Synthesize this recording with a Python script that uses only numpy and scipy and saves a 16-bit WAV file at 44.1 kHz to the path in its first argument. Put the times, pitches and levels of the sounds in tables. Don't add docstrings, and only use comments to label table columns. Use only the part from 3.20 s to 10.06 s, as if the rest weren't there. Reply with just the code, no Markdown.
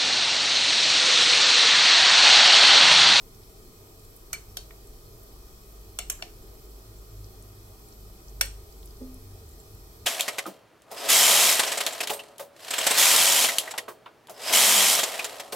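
import sys
import numpy as np
from scipy import signal
from scipy.fft import rfft, irfft
from scipy.io import wavfile
from scipy.ndimage import uniform_filter1d

SR = 44100
rng = np.random.default_rng(int(sys.argv[2]) if len(sys.argv) > 2 else 0)


def bounce(signal):
    frames = np.transpose(np.atleast_2d(signal))
    limited = np.clip(frames, -1, 1)
    pcm = np.round(limited * 32767).astype(np.int16)
    wavfile.write(sys.argv[1], SR, pcm)


def magnitude_from_level(level_db):
    exponent = np.asarray(level_db, float) / 20
    return 10 ** exponent


N = 302470


def unit_rms(x):
    return x / np.sqrt(np.mean(x ** 2) + 1e-20)


def read(points, hz):
    f, value = np.transpose(points)
    return np.interp(np.log(hz + 1), np.log(f + 1), value)


def bumps_db(resonances, hz):
    return sum(db / (1 + (2 * (hz - f) / w) ** 2) for f, w, db in resonances)


def add(mix, start_s, sound):
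    part = mix[..., round(start_s * SR):][..., :sound.shape[-1]]
    part += sound[..., :part.shape[-1]]


def rumble_spectrum_db(hz):
    # frequency in Hz, density in dB per Hz.
    rumble = [(8.8, -45), (15, -14.5), (38, -2.5), (59, -7.5), (75, -22), (102, -6), (143, -18), (304, -22),
              (378, -18.5), (451, -22), (539, -24.5), (786, -29.5), (958, -27.5), (1210, -28), (1700, -64),
              (2210, -72), (3740, -120)]
    # centre in Hz, width in Hz, height in dB.
    room_tones = [(196.8, 8.4, 6.5), (258, 20, 2.5), (340, 42, 6.5), (384.7, 10.2, 7), (435.3, 35.6, 10.5),
                  (648, 54, 8), (778.7, 19, 11.5), (1250, 85, 9)]
    return read(rumble, hz) + bumps_db(room_tones, hz)


def hiss_spectrum_db(hz):
    # frequency in Hz, density in dB per Hz.
    hiss = [(820, -33), (1400, -2.5), (1600, -9), (2320, -8.5), (2520, -3.5), (2740, -17), (3070, -8.5),
            (5470, -2), (6860, -7), (8260, -3.5), (9750, -9.5), (12000, -0.5), (13400, -7), (15850, -5.5),
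            (16100, -54)]
    # centre in Hz, width in Hz, height in dB.
    port_tones = [(1868, 36, 7.5), (3010, 690, 4), (4270, 31, 12), (7410, 106, 6.5), (12030, 280, 7.5),
                  (12300, 180, -6.5)]
    return read(hiss, hz) + bumps_db(port_tones, hz)


def steady_noise(spectrum_db, patchy_db):
    # frequency in Hz, correlation from -1 to 1.
    likeness = [(60, 0.99), (130, 0.98), (290, 0.87), (640, 0.48), (1410, -0.15), (3100, -0.04),
                (6820, 0.11), (15000, 0.06)]
    # frequency in Hz, left over right in dB.
    tilt = [(60, 2.5), (150, -2.5), (380, -1.0), (950, 0), (2380, 0.5), (5980, 1.5), (15000, -2.5)]
    frames, hz = N // 512 + 5, np.fft.rfftfreq(2048, 1 / SR)
    a, b, c, d, patches = rng.standard_normal((frames, 1025, 5)).T
    patches = uniform_filter1d(patches, size=12, axis=0)
    patches = unit_rms(uniform_filter1d(patches, size=10, axis=1))
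    same = np.clip(read(likeness, hz), -1, 1)[:, None]
    left = a + 1j * b
    right = same * left + np.sqrt(1 - same ** 2) * (c + 1j * d)
    side_db = np.multiply.outer([.5, -.5], read(tilt, hz))
    level_db = (spectrum_db(hz) + side_db)[..., None] + patchy_db * patches
    z = np.array([left, right]) * magnitude_from_level(level_db)
    return unit_rms(signal.istft(z, nperseg=2048, noverlap=1536)[1][:, :N])


def noise_floor():
    rumble_db, hiss_db = -51, -56
    rumble = magnitude_from_level(rumble_db) * steady_noise(rumble_spectrum_db, 1.0)
    return rumble + magnitude_from_level(hiss_db) * steady_noise(hiss_spectrum_db, 1.0)


def wavering_tone(hz, rms_db):
    waver_db, waver_top_hz = 4, 3.5
    t, phase = np.arange(N) / SR, rng.random(12)
    rates_hz = waver_top_hz * np.geomspace(.2, 1, 12)
    waver = sum(np.sin(2 * np.pi * (f * t + p)) for f, p in zip(rates_hz, phase))
    turns = np.cumsum(hz + 0 * t) / SR
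    return np.sqrt(2) * magnitude_from_level(rms_db + waver_db * unit_rms(waver)) * np.sin(2 * np.pi * turns)


def compressor():
    hum_hz, hum_db, start_s, rise_s = 49.1, -51.5, 0.64, 1.8
    fade_s, fade_db_per_s = 5.7, 10.5
    t = np.arange(N) / SR
    up = np.clip((t - start_s) / rise_s, 0, 1)
    return np.sqrt(up) * wavering_tone(hum_hz, hum_db - fade_db_per_s * np.maximum(t - fade_s, 0))


def engine():
    idle_hz, slow_hz, slows_s, slowing_s = 31.4, 24.74, 3.6, 1.9
    idle_db, slowing_dip_db, third_order, third_db = -58.5, -20, 2.93, -57
    t = np.arange(N) / SR
    slowed = np.clip((t - slows_s) / slowing_s, 0, 1)
    speed_hz = idle_hz + (slow_hz - idle_hz) * slowed
    first = wavering_tone(speed_hz, idle_db + slowing_dip_db * np.sqrt(slowed))
    return first + slowed ** 5 * wavering_tone(third_order * speed_hz, third_db)


def traffic():
    # centre in seconds, half length in seconds, frequency in Hz, level in dB.
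    booms = [(0.02, 0.1, 31.3, -51.5), (0.296, 0.15, 99.4, -59), (0.698, 0.2, 100.2, -58.5),
             (1.298, 0.054, 49, -61), (1.343, 0.068, 96.5, -54.5), (2.002, 0.32, 93, -59.5),
             (2.706, 0.096, 94.6, -55), (3.25, 0.14, 95, -58), (3.695, 0.05, 105.3, -49),
             (3.884, 0.21, 49.1, -47), (4.013, 0.11, 101.9, -46), (4.367, 0.2, 100.1, -50.5),
             (4.85, 0.11, 100.8, -54.5), (5.276, 0.14, 48.1, -42), (5.304, 0.17, 99.8, -53),
             (5.62, 0.083, 47.83, -47), (5.947, 0.17, 25.13, -50), (6.09, 0.13, 96, -46),
             (6.377, 0.061, 44.8, -50), (6.538, 0.057, 99, -49.5), (6.666, .08, 46.5, -54),
             (6.845, 0.059, 102, -53.5)]
    t, out = np.arange(N) / SR, np.zeros(N)
    for centre_s, half_s, hz, db in booms:
        swell = np.exp(-((t - centre_s) / half_s) ** 2)
        out += np.sqrt(2) * magnitude_from_level(db) * swell * np.cos(2 * np.pi * hz * t)
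    return out


def kitchen(x):
    # frequency in Hz, t60 in seconds.
    decay = [(300, 0.6), (1000, 0.27), (3000, 0.3), (8000, 0.29), (15000, 0.083)]
    taps = np.zeros((2, SR // 2))
    at = np.arange(100, SR // 2 - 20, 20)
    at = at + rng.integers(0, 20, (2, len(at)))
    np.put_along_axis(taps, at, rng.choice([-1., 1.], at.shape), 1)
    taps *= 1 + 1.0 * np.exp(-np.arange(SR // 2) / SR / 0.014)
    hz, t, z = signal.stft(taps, SR, nperseg=256)
    z = z / np.sqrt(abs(z) + 1e-9)
    z = z * magnitude_from_level(-60 * t / read(decay, hz)[:, None])
    tail = signal.istft(z, SR, nperseg=256)[1]
    return signal.fftconvolve(x, tail / np.linalg.norm(tail[0]), axes=1)[:, :x.shape[1]]


def modes(hz, db, t60_s, rise_s, wide, beat=0):
    t = np.arange(min(SR // 2, int(SR * np.max(t60_s)) + 200)) / SR
    phase, late, turn, split = rng.random((len(hz), 4)).T[..., None]
    hz, db, t60_s = (np.reshape(v, (-1, 1)) for v in (hz, db, t60_s))
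    contact_s = rise_s * (.5 + late)
    size = magnitude_from_level(db - 60 * np.maximum(t - 0.44 * contact_s, 0) / t60_s)
    size *= np.clip(t / contact_s, 0, 1) ** 2
    size *= 1 + beat * np.cos(2 * np.pi * (25 + 45 * split) * t)
    angle = 2 * np.pi * (hz * t + phase)
    middle = (size * np.sin(angle)).sum(0)
    lean = hz / 25000
    side_size = wide * hz / (hz + 500) * size
    side = (side_size * np.cos(angle + 0.71 * (turn - .5) + lean)).sum(0)
    return np.pad([middle + side, middle - side], [(0, 0), (0, SR // 2 - len(t))])


def knock():
    # start in seconds, level in dB.
    set_down = (5.802, -34)
    # frequency in Hz, level in dB, t60 in seconds.
    hollow = [(257, 1, 0.31), (343, -11.5, 0.19), (435, -7, 0.15), (530, -3, 0.074), (598, -16, 0.24),
              (836, -18, 0.1)]
    start_s, peak_db = set_down
    body = magnitude_from_level(peak_db) * modes(*np.transpose(hollow), 0.016, 0.45) * magnitude_from_level([[-.7], [.7]])
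    return start_s, body + magnitude_from_level(-10) * kitchen(body).mean(0)


def tick(start_s, peak_db, hz, length_ms):
    t = np.arange(900) / SR
    puff = rng.standard_normal((2, 900)) * np.exp(-t * 1000 / length_ms)
    edges_hz = [hz * 0.87, min(hz * 1.24, 16000)]
    puff = signal.sosfilt(signal.butter(2, edges_hz, "band", fs=SR, output="sos"), puff)
    return start_s, magnitude_from_level(peak_db + 8.5) * puff / abs(puff).max()


def tinkle(start_s, peak_db, hz, t60_s):
    return start_s, modes([hz, hz * 1.02], [peak_db - 4, peak_db - 8], [t60_s, t60_s], 0.002, 0.82)


def contact_crack(hz, db, width_hz, rise_s):
    u = np.arange(SR // 2) / SR / rise_s
    envelope = np.minimum(u, .6) * np.exp(-np.maximum(u - 1.6, 0) / 2.0)
    scratch = rfft(rng.standard_normal((2, SR // 2)) * envelope)
    even = np.sqrt(uniform_filter1d(abs(scratch) ** 2, size=120))
    scratch /= even / np.sqrt(rise_s * SR)
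    scratch = np.array([[1, 1.0], [1, -1.8]]) @ scratch / np.sqrt(2)
    bins_hz = np.fft.rfftfreq(SR // 2, 1 / SR)[:, None]
    blurred = (magnitude_from_level(db) * np.sqrt(width_hz) / (1 + ((bins_hz - hz) / 550) ** 2)).sum(1)
    between = 0.14 * np.exp(-np.log(bins_hz[:, 0] / 2200 + 1e-9) ** 2 / 0.5)
    return irfft(scratch * (blurred / blurred.max() + between), SR // 2) * (u < 40)


def scatter(colour, db):
    hz = np.fft.rfftfreq(SR // 2, 1 / SR)
    low_cut = hz ** 2 / (hz ** 2 + 450 ** 2)
    delay = np.exp(-2j * np.pi * hz * .003)
    click = irfft(magnitude_from_level(read(colour, hz)) * low_cut * delay, SR // 2)
    return magnitude_from_level(db) * click / np.linalg.norm(click)


def clink(row, spot, family_db, rings, sideways, colour, scatter_db):
    # frequency in Hz, level in dB, t60 in seconds.
    plate_body = [(600, -2.5, 0.074), (691, 0.5, 0.054), (1042, -2, 0.02), (1393, 11, 0.012),
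                  (1510, 1, 0.025), (1784, -11, 0.096), (2230, -8, 0.066), (2620, -2, 0.049)]
    family_edges_hz = [800, 1200, 1430, 1700]
    # centre in Hz, width in Hz, level in dB.
    clink_gaps = [(4740, 160, -7), (5000, 160, -9), (13500, 330, -1)]
    start_s, peak_db, contact_ms, crack_db, pan_db = row
    rise_s = contact_ms / 1000
    hz, width_hz, db = np.transpose(spot)
    width_hz = np.clip(width_hz, 30, 900)
    damped = modes(hz, db + 20 * np.log10(width_hz), 2.0 / width_hz, rise_s, 1.0)
    damped /= abs(damped.mean(0)).max()
    crack = contact_crack(hz, db, width_hz, rise_s)

    body_hz, body_db, body_t60_s = np.transpose(plate_body)
    body_db = body_db + np.take(family_db, np.searchsorted(family_edges_hz, body_hz))
    free = modes(body_hz, body_db, body_t60_s, rise_s, 0.97)
    free = free + modes(*np.transpose(rings), rise_s, 0.73, beat=0.74)
    free = free + modes(*np.transpose(sideways), rise_s, 0) * [[1], [-.8]]

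    pan = magnitude_from_level(peak_db + np.array([[.5], [-.5]]) * pan_db)
    sound = pan * (damped + free + magnitude_from_level(crack_db) * crack)
    room_db = -13
    echo = kitchen(magnitude_from_level(room_db) * sound + scatter(colour, peak_db + scatter_db))
    gaps = magnitude_from_level(bumps_db(clink_gaps, np.fft.rfftfreq(SR // 2, 1 / SR)))
    return start_s - .0006, irfft(rfft(sound + echo) * gaps, SR // 2)


def landing_spots():
    # frequency in Hz, width in Hz, level in dB.
    rim = [(2290, 200, -6), (3100, 100, -11), (4450, 120, -13), (5510, 79, -4), (6140, 130, 3.5),
           (8340, 140, 3), (8800, 100, -6), (10000, 200, -9), (11300, 89, -7), (12300, 290, -2),
           (12450, 160, -7), (13000, 78, -19), (14100, 95, -7), (15800, 120, -16)]
    # Hz, Hz, dB.
    rim_graze = [(3310, 120, -1.5), (3800, 120, -6), (4470, 250, -2), (5830, 260, 1), (7350, 130, -5.5),
                 (8930, 100, -9), (9360, 470, -11), (11000, 130, -1), (11600, 100, -5), (12300, 150, 0),
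                 (14500, 270, -6), (15000, 99, -17), (15500, 97, -21)]
    # Hz, Hz, dB.
    under_food = [(1210, 170, -2), (1890, 94, 1), (2250, 200, 0), (2920, 77, -5), (3500, 91, -7)]
    # Hz, Hz, dB.
    slope = [(2860, 55, -4), (3380, 110, -4.5), (4350, 110, -8), (5510, 61, -4), (6500, 330, -2),
             (8100, 340, 2.5), (8800, 170, -14), (9500, 130, -13), (10250, 91, -1.5), (10900, 95, -5),
             (12300, 120, -3), (13500, 64, -15), (13950, 130, -12), (14900, 150, -10)]
    # Hz, Hz, dB.
    spoon_edge = [(3070, 220, -10), (5380, 130, -11), (6160, 180, -6.5), (6630, 120, -13), (7320, 160, -2),
                  (7980, 72, -8), (8100, 97, -11), (8970, 190, -9), (9900, 130, -12), (10440, 95, -5),
                  (12300, 520, -10), (14300, 100, -10), (14900, 87, -15), (15600, 110, -18)]
    # Hz, Hz, dB.
    spoon_back = [(690, 88, 0.5), (2884, 89, 8), (3400, 58, 0), (4400, 130, -4), (5400, 400, 0),
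                  (7300, 210, -15), (8100, 200, -10), (9000, 130, -9), (9590, 150, -20),
                  (11100, 230, -10.5), (12300, 120, -18), (15700, 110, -25)]
    # Hz, Hz, dB.
    well = [(1550, 160, -5), (2210, 130, -3.5), (3390, 140, -3), (4400, 150, -3), (5540, 190, 5.5),
            (6240, 130, -3.5), (7430, 150, 0), (3740, 110, -4), (8230, 180, -2), (9070, 130, -5),
            (9700, 110, 0.5), (12180, 90, 1.5), (12980, 290, -3), (15200, 110, 0)]
    return [rim, rim_graze, under_food, slope, spoon_edge, spoon_back, well]


def scene():
    # start in seconds, level in dB, centre in Hz, length in ms.
    food_ticks = [(0.1474, -55, 5600, 3), (0.2344, -59, 4200, 3), (0.7944, -54, 8640, 3),
                  (0.8494, -52, 8100, 3.7), (0.9714, -52, 8230, 3), (2.992, -53.5, 1410, 20),
                  (1.672, -47, 8500, 2.9), (4.0433, -50, 4930, 3.3), (4.2236, -49, 8340, 3),
                  (4.6857, -51.5, 8580, 3), (4.724, -53, 5250, 3), (5.0823, -50.5, 5510, 4.4),
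                  (5.094, -50, 7140, 3.3), (5.525, -50, 5400, 2.6), (5.629, -53, 3560, 3),
                  (5.658, -45, 10000, 3.1), (5.6744, -51, 5500, 2.7), (5.7694, -56, 5040, 3.3),
                  (5.8294, -55, 5070, 2.5), (5.943, -44.5, 10400, 3), (6.1894, -58, 4700, 2.7),
                  (6.29, -53, 8500, 3.8),
                  (0.9637, -46, 11600, 3.3), (2.0338, -47.5, 11850, 3), (2.7317, -52, 11600, 3),
                  (5.257, -39, 14000, 3), (6.5495, -49, 12300, 3)]
    # start in seconds, level in dB, frequency
    # in Hz, t60 in seconds.
    tinkles = [(1.1365, -26.5, 2290, 0.067), (1.297, -52, 5620, 0.09), (3.2276, -52, 7400, 0.05),
               (3.7838, -50, 7340, 0.05), (6.3096, -50, 7350, 0.05), (6.3294, -53, 7320, 0.05),
               (6.399, -44.5, 7420, 0.053), (6.4333, -57, 7460, 0.05)]
    # start in seconds, peak in dB, contact in ms, crack in dB, left over right in dB.
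    clinks = [
        (1.13, -21.5, 2, 4.5, 1.5),
        (1.37, -25.5, 1.5, 5.5, 2),
        (1.507, -44, 2.3, 4.5, 1),
        (2.788, -19.5, 2, 0.5, 2.5),
        (2.899, -18, 2.06, 3.5, 2.5),
        (3.0237, -25, 1.4, 3.5, 0),
        (5.2104, -8.5, 1.93, -2, 2.5),
    ]
    # level in dB under 800, 1200, 1430, 1700 Hz and above.
    families = [(-23, -20, -18, -19, -25), (-20.5, -26, -22, -16.5, -29), (-30, -15, -15, -15, -18),
                (-20.5, -17, -19.5, -22, -23), (-31.5, -25, -24, -23.5, -34), (-15.5, -15, -29, -16, -15),
                (-31.5, -21.5, -29, -17, -19)]
    # frequency in Hz, level in dB, t60 in seconds.
    free_rings = [
        [(2300, -25, 0.27), (2390, -25, .1), (2980, -26, 0.17), (3350, -29, .12), (4355, -19, 0.19),
         (5420, -27, 0.16), (6230, -33, .1), (8240, -29, 0.16), (8340, -36, .2), (12700, -35, 0.072)],
        [(727, -26, 0.11), (2120, -37, 0.086), (2530, -36, .1), (3100, -23, .12), (3760, -21, 0.11),
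         (4400, -26, .12), (4460, -17, 0.12), (5330, -25, .14), (5900, -31, .1), (11850, -33, .1)],
        [(2330, -30, .06)],
        [(727, -24.5, .12), (2120, -26, 0.14), (2297, -24.5, 0.16), (2720, -26, 0.17), (2880, -23, 0.14),
         (3465, -24, 0.11), (4375, -25, 0.19), (5420, -19.5, 0.07), (7320, -23, .15), (8265, -35, 0.41),
         (13020, -31, .15)],
        [(1097, -30, 0.14), (1690, -34, 0.17), (2430, -31, 0.17), (2970, -34, .06), (3350, -33, .06),
         (6357, -31, 0.15), (7390, -20, 0.13), (7170, -30, 0.43), (8340, -36, .1), (9100, -29, 0.14),
         (12500, -19, 0.16)],
        [(712, -22, 0.15), (2520, -32, .1), (2720, -31, .09), (3380, -33, .08), (4400, -19.5, .1),
         (5587, -24, .12), (7200, -36, .07)],
        [(544, -32, 0.14), (1600, -23, 0.055), (1730, -37, 0.092), (2160, -32, 0.11), (2280, -31, 0.16),
         (3480, -27, 0.083), (4400, -26.5, 0.18), (2720, -33, 0.14), (2920, -29, 0.14), (5530, -22, .05),
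         (5650, -35, 0.097), (7100, -31, .1), (8250, -38, 0.36), (8380, -35, 0.3), (12500, -28, 0.14),
         (14870, -42, .1)],
    ]
    # Hz, dB, seconds.
    sideways_modes = [
        [(3200, -17, .03), (7500, -24, .03)],
        [(2330, -22, .03), (11110, -19, .03), (11945, -18, .03)],
        [(2000, -30, .02)],
        [(2960, -7, .03), (5530, -20, .02), (8245, -17, .03)],
        [(6140, -15, .025), (7180, -7, .03), (13500, -26, .03)],
        [(2260, -7, .03), (13000, -34, .03)],
        [(832, -29, 0.066), (1844, -18, 0.047), (3340, -15, .03), (3870, -20, .03), (6600, -18, .03),
         (8330, -5, 0.03), (12960, -16, .035)],
    ]
    # frequency in Hz, density in dB per Hz.
    scatter_colours = [
        [(290, -44), (500, -11), (2330, -1), (3590, -13), (4340, -6), (4730, -16), (6230, -5), (16000, -16)],
        [(290, -32), (500, -3), (1950, -17), (4470, -6), (4800, -10), (5470, -6), (12100, -11), (16000, -20)],
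        [(290, -37), (500, -7), (3440, -16), (5710, -27), (7310, -23), (16000, -20)],
        [(290, -31), (500, -1), (1060, -11), (4400, -6), (4870, -42), (5390, -8), (7980, -11), (16000, -24)],
        [(290, -44), (500, -14), (1670, -15), (1900, -13), (3020, -10), (4600, -18), (7420, -6), (16000, -21)],
        [(290, -34), (500, -4), (750, -1), (1380, -11), (2770, -9), (4870, -16), (5470, -10), (16000, -28)],
        [(290, -37), (500, -6), (2290, -6), (3590, -8), (4400, -9), (4940, -12), (8330, -7), (14700, -9),
         (16000, -21)],
    ]
    scatter_levels_db = [7.5, 8.5, -2, 5, 7, 4.5, 2.5]
    mix = noise_floor() + compressor() + engine() + traffic()
    add(mix, *knock())
    for row in food_ticks:
        add(mix, *tick(*row))
    for row in tinkles:
        add(mix, *tinkle(*row))
    for strike in zip(clinks, landing_spots(), families, free_rings, sideways_modes, scatter_colours,
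                      scatter_levels_db):
        add(mix, *clink(*strike))
    return mix


def roll_off(x):
    return signal.sosfilt(signal.butter(12, 16650, fs=SR, output="sos"), x)


def record(dry):
    low_pass = signal.firwin(301, 16000, window=("kaiser", 8), fs=SR)
    mix = signal.oaconvolve(dry, low_pass[None], "same")
    return roll_off(mix)


dry = scene()
out = record(dry)
bounce(out)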